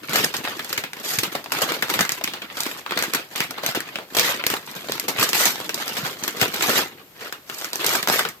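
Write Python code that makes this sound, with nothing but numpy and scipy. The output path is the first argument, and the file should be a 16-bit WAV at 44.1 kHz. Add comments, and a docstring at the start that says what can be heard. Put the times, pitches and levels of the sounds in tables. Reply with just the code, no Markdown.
"""In a small room, a stiff kraft-paper envelope is handled, torn and crumpled near a two-port microphone.
Stick-slip friction makes the paper rustle, the sheet flap and the fibres crackle in clumps.
Creases snap by buckling and excite the resonances of the enclosed air; now and then the whole envelope
thuds. The room adds a short reverberation, and a steady hush with microphone hiss lies beneath.
The left port hears the paper first and rings in the top octave."""
import sys
import numpy as np
from scipy import signal
from scipy.fft import rfft, irfft, next_fast_len
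from scipy.io import wavfile
from scipy.ndimage import uniform_filter1d, map_coordinates

SR = 44100
rng = np.random.default_rng(int(sys.argv[2]) if len(sys.argv) > 2 else 0)


def generate_wav(sig):
    """Save sig (samples, or channels by samples) to the path in sys.argv[1] as 16-bit PCM at SR."""
    pcm = np.round(np.clip(np.atleast_2d(sig).T, -1, 1) * 32767).astype(np.int16)
    wavfile.write(sys.argv[1], SR, pcm)


N = 370440


def amp(db):
    return 10 ** (np.asarray(db) / 20)


def unit_rms(x):
    return x / np.sqrt(np.mean(x ** 2) + 1e-20)


def along(points, hz):
    """Interpolation of (Hz, value) points on a logarithmic frequency axis."""
    freqs, values = np.transpose(points)
    return np.interp(np.log(hz + 1), np.log(freqs + 1), values)


def wobble(rate):
    """Spline interpolation through random knots, rate of them a second."""
    return map_coordinates(rng.standard_normal(int(N * rate / SR) + 4), [np.arange(N) * rate / SR])


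def filtered(x, response):
    """Linear filtering: the spectrum of x is multiplied by a complex frequency response."""
    size = next_fast_len(N + SR // 2)
    return irfft(rfft(x, size) * response(np.fft.rfftfreq(size, 1 / SR)), size)[..., :N]


def minimum_phase(spectrum):
    """Folding the cepstrum gives a causal response of unit power with this spectral shape."""
    def response(hz):
        cepstrum = irfft(np.log(np.maximum(amp(along(spectrum, hz)), 1e-6)))
        half = len(cepstrum) // 2
        cepstrum[1:half] *= 2
        cepstrum[half + 1:] = 0
        gain = np.exp(rfft(cepstrum))
        return gain / np.sqrt(np.mean(np.abs(gain) ** 2))
    return response


def fading(power, t60):
    """Exponential decay spreads each impulse of power in time and conserves its energy."""
    keep = amp(-120 / (t60 * SR))
    return signal.lfilter([1 - keep], [1, -keep], power)


# Steady background hush, with the microphone's hiss peak near 12 kHz.
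# Each row: frequency in Hz, relative spectral density in dB.
HUSH_SPECTRUM = [(25, -44), (60, -13.5), (250, -10.5), (3000, -19), (11000, -28.5), (11900, -17),
                 (15300, -32), (16500, -66)]

def background_hush():
    """Stationary Gaussian noise gives a steady hush, coloured at the top by the microphone."""
    return amp(-50.5) * filtered(rng.standard_normal((2, N)), minimum_phase(HUSH_SPECTRUM))


# Strokes of the hands on the paper. Each row: start in seconds, length in seconds, rustle level in dB,
# swell over the stroke in dB, fibre level relative to the rustle in dB.
HAND_STROKES = [(0, 0.11, -48.5, 17, -8), (0.152, 0.081, -22.5, -1, -6.5), (0.357, 0.015, -29.5, -4, -5.5),
                (0.442, 0.053, -31.5, 5.5, -10), (0.573, 0.21, -36.5, -0.5, -6.5),
                (0.952, 0.045, -44, 10, -8), (1.063, 0.073, -32, 3, 2), (1.182, 0.08, -37.5, 2, -9),
                (1.334, 0.043, -34.5, -5, -5), (1.547, 0.21, -28, -1.5, -7), (1.84, 0.18, -37, 8.5, -6),
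                (2.152, 0.062, -30.5, -18, -7.5), (2.285, 0.24, -44, 3.5, -14),
                (2.575, 0.21, -32.5, -6, -3.5), (2.903, 0.093, -37, 10, -14), (3.043, 0.026, -31.5, 1, -6),
                (3.146, 0.065, -29.5, -6.5, -9.5), (3.361, 0.063, -31.5, -0.5, -3.5),
                (3.54, 0.034, -36, -5, -23), (3.605, 0.08, -39, 11.5, -5.5), (3.874, 0.16, -37.5, -13, -11),
                (4.178, 0.14, -25, 1.5, -5), (4.4, 0.038, -32, -18, -27), (4.488, 0.041, -34, 7, -3.5),
                (4.67, 0.15, -36, -1, -6), (4.89, 0.15, -32, -6.5, -6), (5.185, 0.045, -24, 4, -8),
                (5.351, 0.12, -25.5, 2, 1.5), (5.52, 0.16, -33.5, -3.5, -5.5),
                (5.765, 0.34, -31, 0.5, -5.5), (6.218, 0.12, -33, -9.5, -4), (6.402, 0.032, -24.5, 3, -5),
                (6.536, 0.17, -31.5, 9.5, -4), (6.739, 0.041, -25.5, 6.5, -3.5), (6.88, 0.12, -50, 2, -21),
                (7.209, 0.058, -38, 1, -7.5), (7.497, 0.15, -44, 9, 0), (7.747, .11, -38, 15.5, -8.5),
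                (7.864, 0.089, -32.5, 10.5, -4.5), (8.131, 0.092, -22.5, -8, -3)]
# Freedom of the sheet in the grip. Each row: time in seconds, flap level in dB at a rustle of -28 dB.
GRIP_FREEDOM = [(0, -32.5), (.8, -37.5), (1.2, -39.5), (2.0, -35.5), (2.3, -40), (4.0, -39), (5.0, -34.5),
                (5.4, -40), (6.0, -37.5), (7.0, -37), (7.5, -49), (8.4, -38.5)]

def strokes():
    """Frictional drive of panels, flap and fibres in dB; overlapping strokes add in power."""
    rise_db_per_s, fall_db_per_s = 309, 272
    t, sample_t = np.arange(0, N + 64, 64) / SR, np.arange(N) / SR
    start, length, db, swell_db, fibre_db = np.transpose(HAND_STROKES)[..., None]
    held = db + swell_db * np.clip((t - start) / length, 0, 1)
    away = rise_db_per_s * np.maximum(start - t, 0) + fall_db_per_s * np.maximum(t - start - length, 0)

    def power_sum(each_db):
        return np.interp(sample_t, t, 10 * np.log10(np.sum(amp(each_db) ** 2, 0)))
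    panel_db = power_sum(held - away)
    grip_db = np.interp(sample_t, *np.transpose(GRIP_FREEDOM))
    flap_db = grip_db + 0.74 * (panel_db + 28)  # the flap varies less than the rustle
    return panel_db, flap_db, power_sum(held + fibre_db - away)


def crackle(rate, spread_db, t60, clump_db):
    """Shot noise: tiny breaks of power-law size cluster into a power envelope of mean near 1."""
    when, size = rng.random((int(rate * N / SR), 2)).T
    breaks = np.bincount((when * N).astype(int), amp(-2 * spread_db * np.log(1.003 - size)), N)
    power = fading(fading(breaks, t60), t60 / 4) * amp(2 * clump_db * wobble(40))
    return power / (np.abs(uniform_filter1d(power, SR // 14)) + .01 * power.mean())


def ticks(rate, spread_db):
    """Isolated fractures radiate impulses of random sign and power-law size."""
    when, size, sign = rng.random((int(rate * N / SR), 3)).T
    heights = np.sign(sign - .5) * amp(-spread_db * np.log(1.003 - size))
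    return np.bincount((when * N).astype(int), heights, N)


def shifting_noise(depth_db):
    """Spectral modulation: two noises change colour in patches, as panels between creases change size."""
    spectra = signal.stft(rng.standard_normal((2, N)), nperseg=1024)[2]
    patches = uniform_filter1d(rng.standard_normal(spectra.shape[1:]), 5, axis=0)
    patches = unit_rms(uniform_filter1d(patches, 2, axis=1))
    return unit_rms(signal.istft(spectra * amp(depth_db * patches), nperseg=1024)[1][:, :N])


# The flat panels between creases, then the whole flapping sheet.
# Each row: frequency in Hz, relative spectral density in dB.
PANEL_SPECTRUM = [(200, -26), (500, -9), (860, -9.5), (1380, -6.5), (3700, -9.5), (5000, -16.5),
                  (7500, -72)]
FLAP_SPECTRUM = [(25, -54), (60, -20), (140, -1), (310, 2), (500, -2), (900, -46)]
# Bright fibre crackle, with the same columns; the last points only limit the band near 15.5 kHz.
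FIBRE_SPECTRUM = [(2500, -12.5), (4500, 2), (6550, 1), (11100, -8), (11900, 2.5), (15300, -14.5),
                  (15900, -50), (16300, -67)]
# Reverberation times of the room in seconds, for the panel, flap and fibre bands in turn.
REVERB_T60 = np.array([.22, .28, .16])

def paper():
    """Source and filter: friction and snaps drive three noise bands and the cavity (mid and side)."""
    panel_db, flap_db, fibre_db = strokes()
    levels = amp([panel_db, flap_db, fibre_db])
    common = crackle(rate=150, spread_db=4, t60=0.051, clump_db=9.5)
    grains = [crackle(rate=300, spread_db=5, t60=0.015, clump_db=3),
              crackle(rate=27, spread_db=6, t60=0.0075, clump_db=9.5),
              crackle(rate=250, spread_db=5.2, t60=0.01, clump_db=3)]
    # Harder, brighter strokes slide and rip densely; light ones only crackle.
    slide = 0.23 * amp(1.6 * (panel_db + 23.5) + 1.36 * (fibre_db - panel_db + 3.5))
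    rasp = crackle(rate=2300, spread_db=2, t60=0.0036, clump_db=-3)  # paper dragged over paper
    crunches, out, knocks, cracks = snaps()

    opens_s, open_db, tick_db = 6.1, 7.5, 10
    mouth = amp(open_db) * (np.arange(N) > opens_s * SR)  # once open, the cavity rings with the rustle
    inside = mouth * levels[0] * np.sqrt(np.abs(grains[0])) * rng.standard_normal(N)
    out[0] += filtered(knocks + inside, cavity)

    tick_gain = amp(tick_db) / (1 + 3 * slide)  # sliding paper ticks more softly
    panel_ticks = ticks(rate=90, spread_db=4)
    fibre_ticks = panel_ticks + ticks(rate=60, spread_db=3.5)
    out[0] += filtered(tick_gain * levels[0] * panel_ticks, minimum_phase(PANEL_SPECTRUM))
    out[0] += filtered(cracks + tick_gain * levels[2] * fibre_ticks, minimum_phase(FIBRE_SPECTRUM))

    spectra = PANEL_SPECTRUM, FLAP_SPECTRUM, FIBRE_SPECTRUM
    for level, grain, crunch, spectrum, t60 in zip(levels, grains, crunches, spectra, REVERB_T60):
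        texture = (0.46 * common + 0.43 * grain) ** (1 / (1 + 4.6 * slide))  # sliding evens the clumps
        direct = level ** 2 * (texture + slide * rasp) + crunch
        power = direct + amp(-5.5) * fading(direct, t60)  # the room answers diffusely
        out += filtered(np.sqrt(np.abs(power)) * shifting_noise(depth_db=3.5), minimum_phase(spectrum))
    return out


# Creases that snap. Each row: start in seconds, relative pop level in dB, pop pitch in Hz,
# relative fibre level in dB, time in seconds for the panel to decay by 60 dB.
CREASE_SNAPS = [(0.094, -23, 4260, -24.5, 0.025), (0.133, -16.5, 1220, -21, 0.022),
                (0.157, -11.5, 2030, -13.5, 0.042), (0.244, -19, 1930, -12.5, 0.046),
                (0.34, -20, 4020, -26, 0.059), (0.367, -26, 2980, -19, 0.023),
                (0.451, -18.5, 1460, -27, 0.022), (0.593, -20.5, 1920, -30.5, 0.054),
                (0.646, -28, 2500, -25, 0.027), (0.694, -30, 1490, -23, 0.025),
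                (0.728, -19.5, 1550, -18, 0.031), (0.777, -16, 2260, -18, 0.042),
                (0.838, -18.5, 2450, -29, 0.035), (0.933, -24, 1790, -27, 0.02),
                (1.187, -15.5, 2450, -11, 0.035), (1.233, -16.5, 3660, -17.5, 0.068),
                (1.352, -17.5, 620, -25.5, 0.041), (1.442, -28, 4500, -29, 0.015),
                (1.46, -25.5, 885, -49, 0.03), (1.52, -15, 1120, -14.5, 0.038),
                (1.618, -16, 656, -16, 0.09), (1.72, -17, 1500, -18, 0.016),
                (1.824, -13.5, 1640, -18.5, 0.046), (1.899, -16.5, 1410, -16, 0.048),
                (1.938, -17, 2430, -20.5, 0.1), (1.991, -12, 1460, -20, 0.039),
                (2.008, -11, 1630, -12, 0.044), (2.051, -20.5, 1370, -21, 0.026),
                (2.093, -12, 1980, -11.5, 0.0068), (2.12, -24, 4570, -12.5, 0.014),
                (2.212, -24, 563, -39, 0.028), (2.239, -21, 2500, -15.5, 0.02),
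                (2.243, -15.5, 2550, -15, 0.0083), (2.276, -14.5, 3370, -29, 0.014),
                (2.336, -21, 4000, -30, 0.018), (2.34, -21, 1200, -41, 0.022),
                (2.419, -25.5, 2520, -37, 0.056), (2.605, -16.5, 3960, -12, 0.01),
                (2.634, -23, 4000, -19, 0.018), (2.665, -21, 1340, -25, 0.031),
                (2.863, -19, 1250, -53, 0.0097), (2.909, -20, 1860, -31, 0.032),
                (2.921, -16.5, 1290, -41, 0.028), (2.974, -13.5, 1950, -21, 0.046),
                (2.99, -24, 4640, -15, 0.016), (3.025, -13, 2060, -12.5, 0.01),
                (3.038, -18, 1300, -20, 0.025), (3.136, -12.5, 2220, -12.5, 0.013),
                (3.148, -14, 1600, -14.5, 0.035), (3.359, -18.5, 3300, -21, 0.027),
                (3.405, -8.5, 2090, -12.5, 0.0043), (3.508, -24, 574, -24.5, 0.028),
                (3.582, -21, 1050, -51, 0.029), (3.637, -19.5, 640, -43, 0.0074),
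                (3.663, -14, 3700, -10, 0.016), (3.748, -19, 1650, -24, 0.16),
                (3.805, -19.5, 1770, -20, 0.0085), (3.957, -17.5, 2720, -33, 0.021),
                (3.987, -21, 580, -41, 0.008), (4.149, -23, 711, -19, 0.046), (4.168, -17, 600, -13, 0.061),
                (4.187, -5.5, 3500, -17, 0.0064), (4.196, -6.5, 5000, -5, 0.0077),
                (4.439, -16, 2000, -28, 0.015), (4.466, -12, 2080, -9, 0.017),
                (4.501, -16.5, 1600, -17.5, 0.034), (4.539, -15, 870, -22, 0.021),
                (4.921, -14, 4120, -18, 0.01), (4.998, -20.5, 2390, -13.5, 0.0096),
                (5.082, -18, 616, -16.5, 0.11), (5.196, -19, 1250, -16.5, 0.074),
                (5.228, -24, 2000, -13.5, 0.13), (5.29, -22, 3060, -14, 0.041),
                (5.332, -8.5, 2570, -9, 0.005), (5.455, -13, 2780, -7, 0.038),
                (5.602, -24.5, 606, -27, 0.025), (5.693, -18.5, 2430, -21, 0.034),
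                (5.744, -32, 4500, -12.5, 0.014), (5.879, -23, 3000, -17, 0.019),
                (5.968, -20, 1890, -27, 0.092), (6.064, -20, 902, -28, 0.033),
                (6.238, -20, 4190, -16.5, 0.015), (6.278, -16.5, 1750, -18, 0.044),
                (6.414, -9.5, 2720, -13.5, 0.029), (6.426, -16, 510, -19.5, 0.059),
                (6.543, -17, 3000, -24, 0.015), (6.608, -15, 2170, -24, 0.017),
                (6.624, -15, 2200, -15.5, 0.034), (6.694, -23, 454, -17, 0.058),
                (7.325, -21.5, 1360, -24, 0.021), (7.498, -22, 1260, -35, 0.025),
                (7.645, -20, 2110, -20, 0.016), (7.732, -15, 4380, -17.5, 0.012),
                (7.757, -27, 407, -13.5, 0.011), (7.845, -34, 800, -13, 0.011),
                (7.864, -22, 3000, -9.5, 0.042), (7.892, -19, 1210, -12, 0.018),
                (7.934, -19, 1300, -17, 0.0072), (7.953, -19, 1320, -16, 0.052),
                (8.028, -17.5, 3470, -17.5, 0.027), (8.074, -11.5, 970, -14, 0.014),
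                (8.085, -18, 483, -14.5, 0.062), (8.099, -10, 1160, -11, 0.0093),
                (8.127, -21, 1210, -17, 0.018), (8.192, -13, 1350, -14.5, 0.034),
                (8.251, -15.5, 1420, -36, 0.034), (8.288, -31, 2000, -20.5, 0.02)]

def snaps():
    """Snap-through buckling gives a crunch (power per band), a resonant pop, a knock and cracks."""
    kick, knock_db, crack_db = 11, 21, 9
    t = np.arange(SR // 8) / SR
    crunches, pops = np.zeros((3, N + SR)), np.zeros((2, N + SR))
    knocks, cracks = np.zeros((2, N + SR))
    reverb = amp(-7.5 - 60 * t / REVERB_T60[0])
    for start, pop_db, pop_hz, fibre_db, t60 in CREASE_SNAPS:
        at = slice(round(start * SR), round(start * SR) + len(t))
        life = max(t60, .006) * np.array([[1], [2], [.65]])  # the sheet lasts longest, fibres least
        shape = amp(-60 * t / life) * (1 - np.exp(-t / (0.0062 * life)))  # longer crunches start softer
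        crunches[:, at] += (amp([[pop_db - 2], [pop_db - 16.5], [fibre_db - 1.5]]) * shape) ** 2
        push = rng.standard_normal((2, len(t)))
        direct = shape[0] * push * [[1], [.4]]  # the direct sound is mostly mid
        direct[0, 0] += kick  # the first instant of the buckle
        resonator = signal.iirpeak(pop_hz, Q=2 * (pop_hz / 1000) ** 0.5, fs=SR)
        ring = signal.lfilter(*resonator, direct + reverb * push[::-1])
        pops[:, at] += amp(pop_db + 6) * ring / np.abs(ring).max()
        panel_size = 1000 / (pop_hz + 1000)  # big, low panels knock hardest
        knocks[at] += amp(pop_db + knock_db) * panel_size * amp(-60 * t / 0.0054) * push[1] / 2
        delays = (rng.random(3) * [0, .2, .5] * life[2] * SR).astype(int)
        cracks[at.start + delays] += amp(fibre_db + crack_db) * rng.choice([-1, 1], size=3)
    return crunches[:, :N], pops[:, :N], knocks[:N], cracks[:N]


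# Modes of the air inside the envelope. Each row: frequency in Hz, bandwidth in Hz, gain in dB.
CAVITY_MODES = [(410, 140, 4), (780, 160, -4), (1270, 240, 0)]

def cavity(hz):
    """Modal superposition: the enclosed air responds as damped resonators of alternating sign."""
    return sum((-1) ** k * amp(db) * 1j * hz * width / (centre ** 2 - hz ** 2 + 1j * hz * width)
               for k, (centre, width, db) in enumerate(CAVITY_MODES))


# The whole envelope buckles or is shoved. Each row: start in seconds, strength in dB, nominal pitch in Hz.
BODY_THUMPS = [(1.181, -17, 123), (1.232, -9.5, 322), (1.717, -10, 386), (2.001, -11.5, 199),
               (2.664, -11, 294), (3.773, -7.5, 305), (4.535, -11.5, 300), (4.896, -6.5, 480),
               (5.189, -18.5, 120), (6.033, -15.5, 148), (6.42, -11, 120), (6.693, -12, 221),
               (6.774, -15, 236), (8.099, -15, 347)]

def thumps():
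    """Heavily damped oscillation: the envelope thuds for a cycle or two, sagging in pitch (mid only)."""
    out, t = np.zeros((2, N + SR)), np.arange(SR // 5) / SR
    for start, db, hz in BODY_THUMPS:
        cycles = hz * t
        shape = amp(db - 9.4 * cycles) * (1 - np.exp(-cycles / 0.56))
        out[0, round(start * SR):][:len(t)] += shape * np.sin(2 * np.pi * 1.17 * cycles ** 0.863)
    return out[:, :N]


# Likeness of the sound at the two ports. Each row: frequency in Hz, coherence from 0 to 1.
COHERENCE = [(60, 0.59), (200, 0.92), (600, 0.76), (1500, 0.2), (4000, 0.097), (12000, 0.0061)]

def scene():
    """Spatial coherence: mid and side are weighted so that left and right are most alike in the bass."""
    def weights(hz):
        angle = np.arccos(np.clip(along(COHERENCE, hz), 0, 1)) / 2
        return np.array([np.cos(angle), np.sin(angle)])
    mid, side = filtered(paper() + thumps() + background_hush(), weights)
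    return np.array([mid + side, mid - side])


# Colour of the microphone ports. Each row: frequency in Hz, left level minus right level in dB.
PORT_BALANCE = [(60, 1.5), (200, 0), (380, 2.5), (700, 2.5), (1290, -1.5), (2380, 0.5), (4400, -2.5),
                (8120, -7), (15000, 19.5)]

def record(dry):
    """Level and time differences separate the ports; peaks saturate and the band is limited."""
    left_lead_s, ceiling, bass_cut_hz, top_hz = 0.00013, .92, 40, 16640
    share = np.array([[.5], [-.5]])

    def ports(hz):
        return amp(share * along(PORT_BALANCE, hz)) * np.exp(2j * np.pi * hz * share * left_lead_s)
    heard = filtered(dry, ports)
    saturated = heard / (1 + np.abs(heard / ceiling) ** 8) ** (1 / 8)
    return filtered(saturated, lambda hz: (hz < top_hz) / (1 + (bass_cut_hz / (hz + 1)) ** 2))


dry = scene()
out = record(dry)
generate_wav(out)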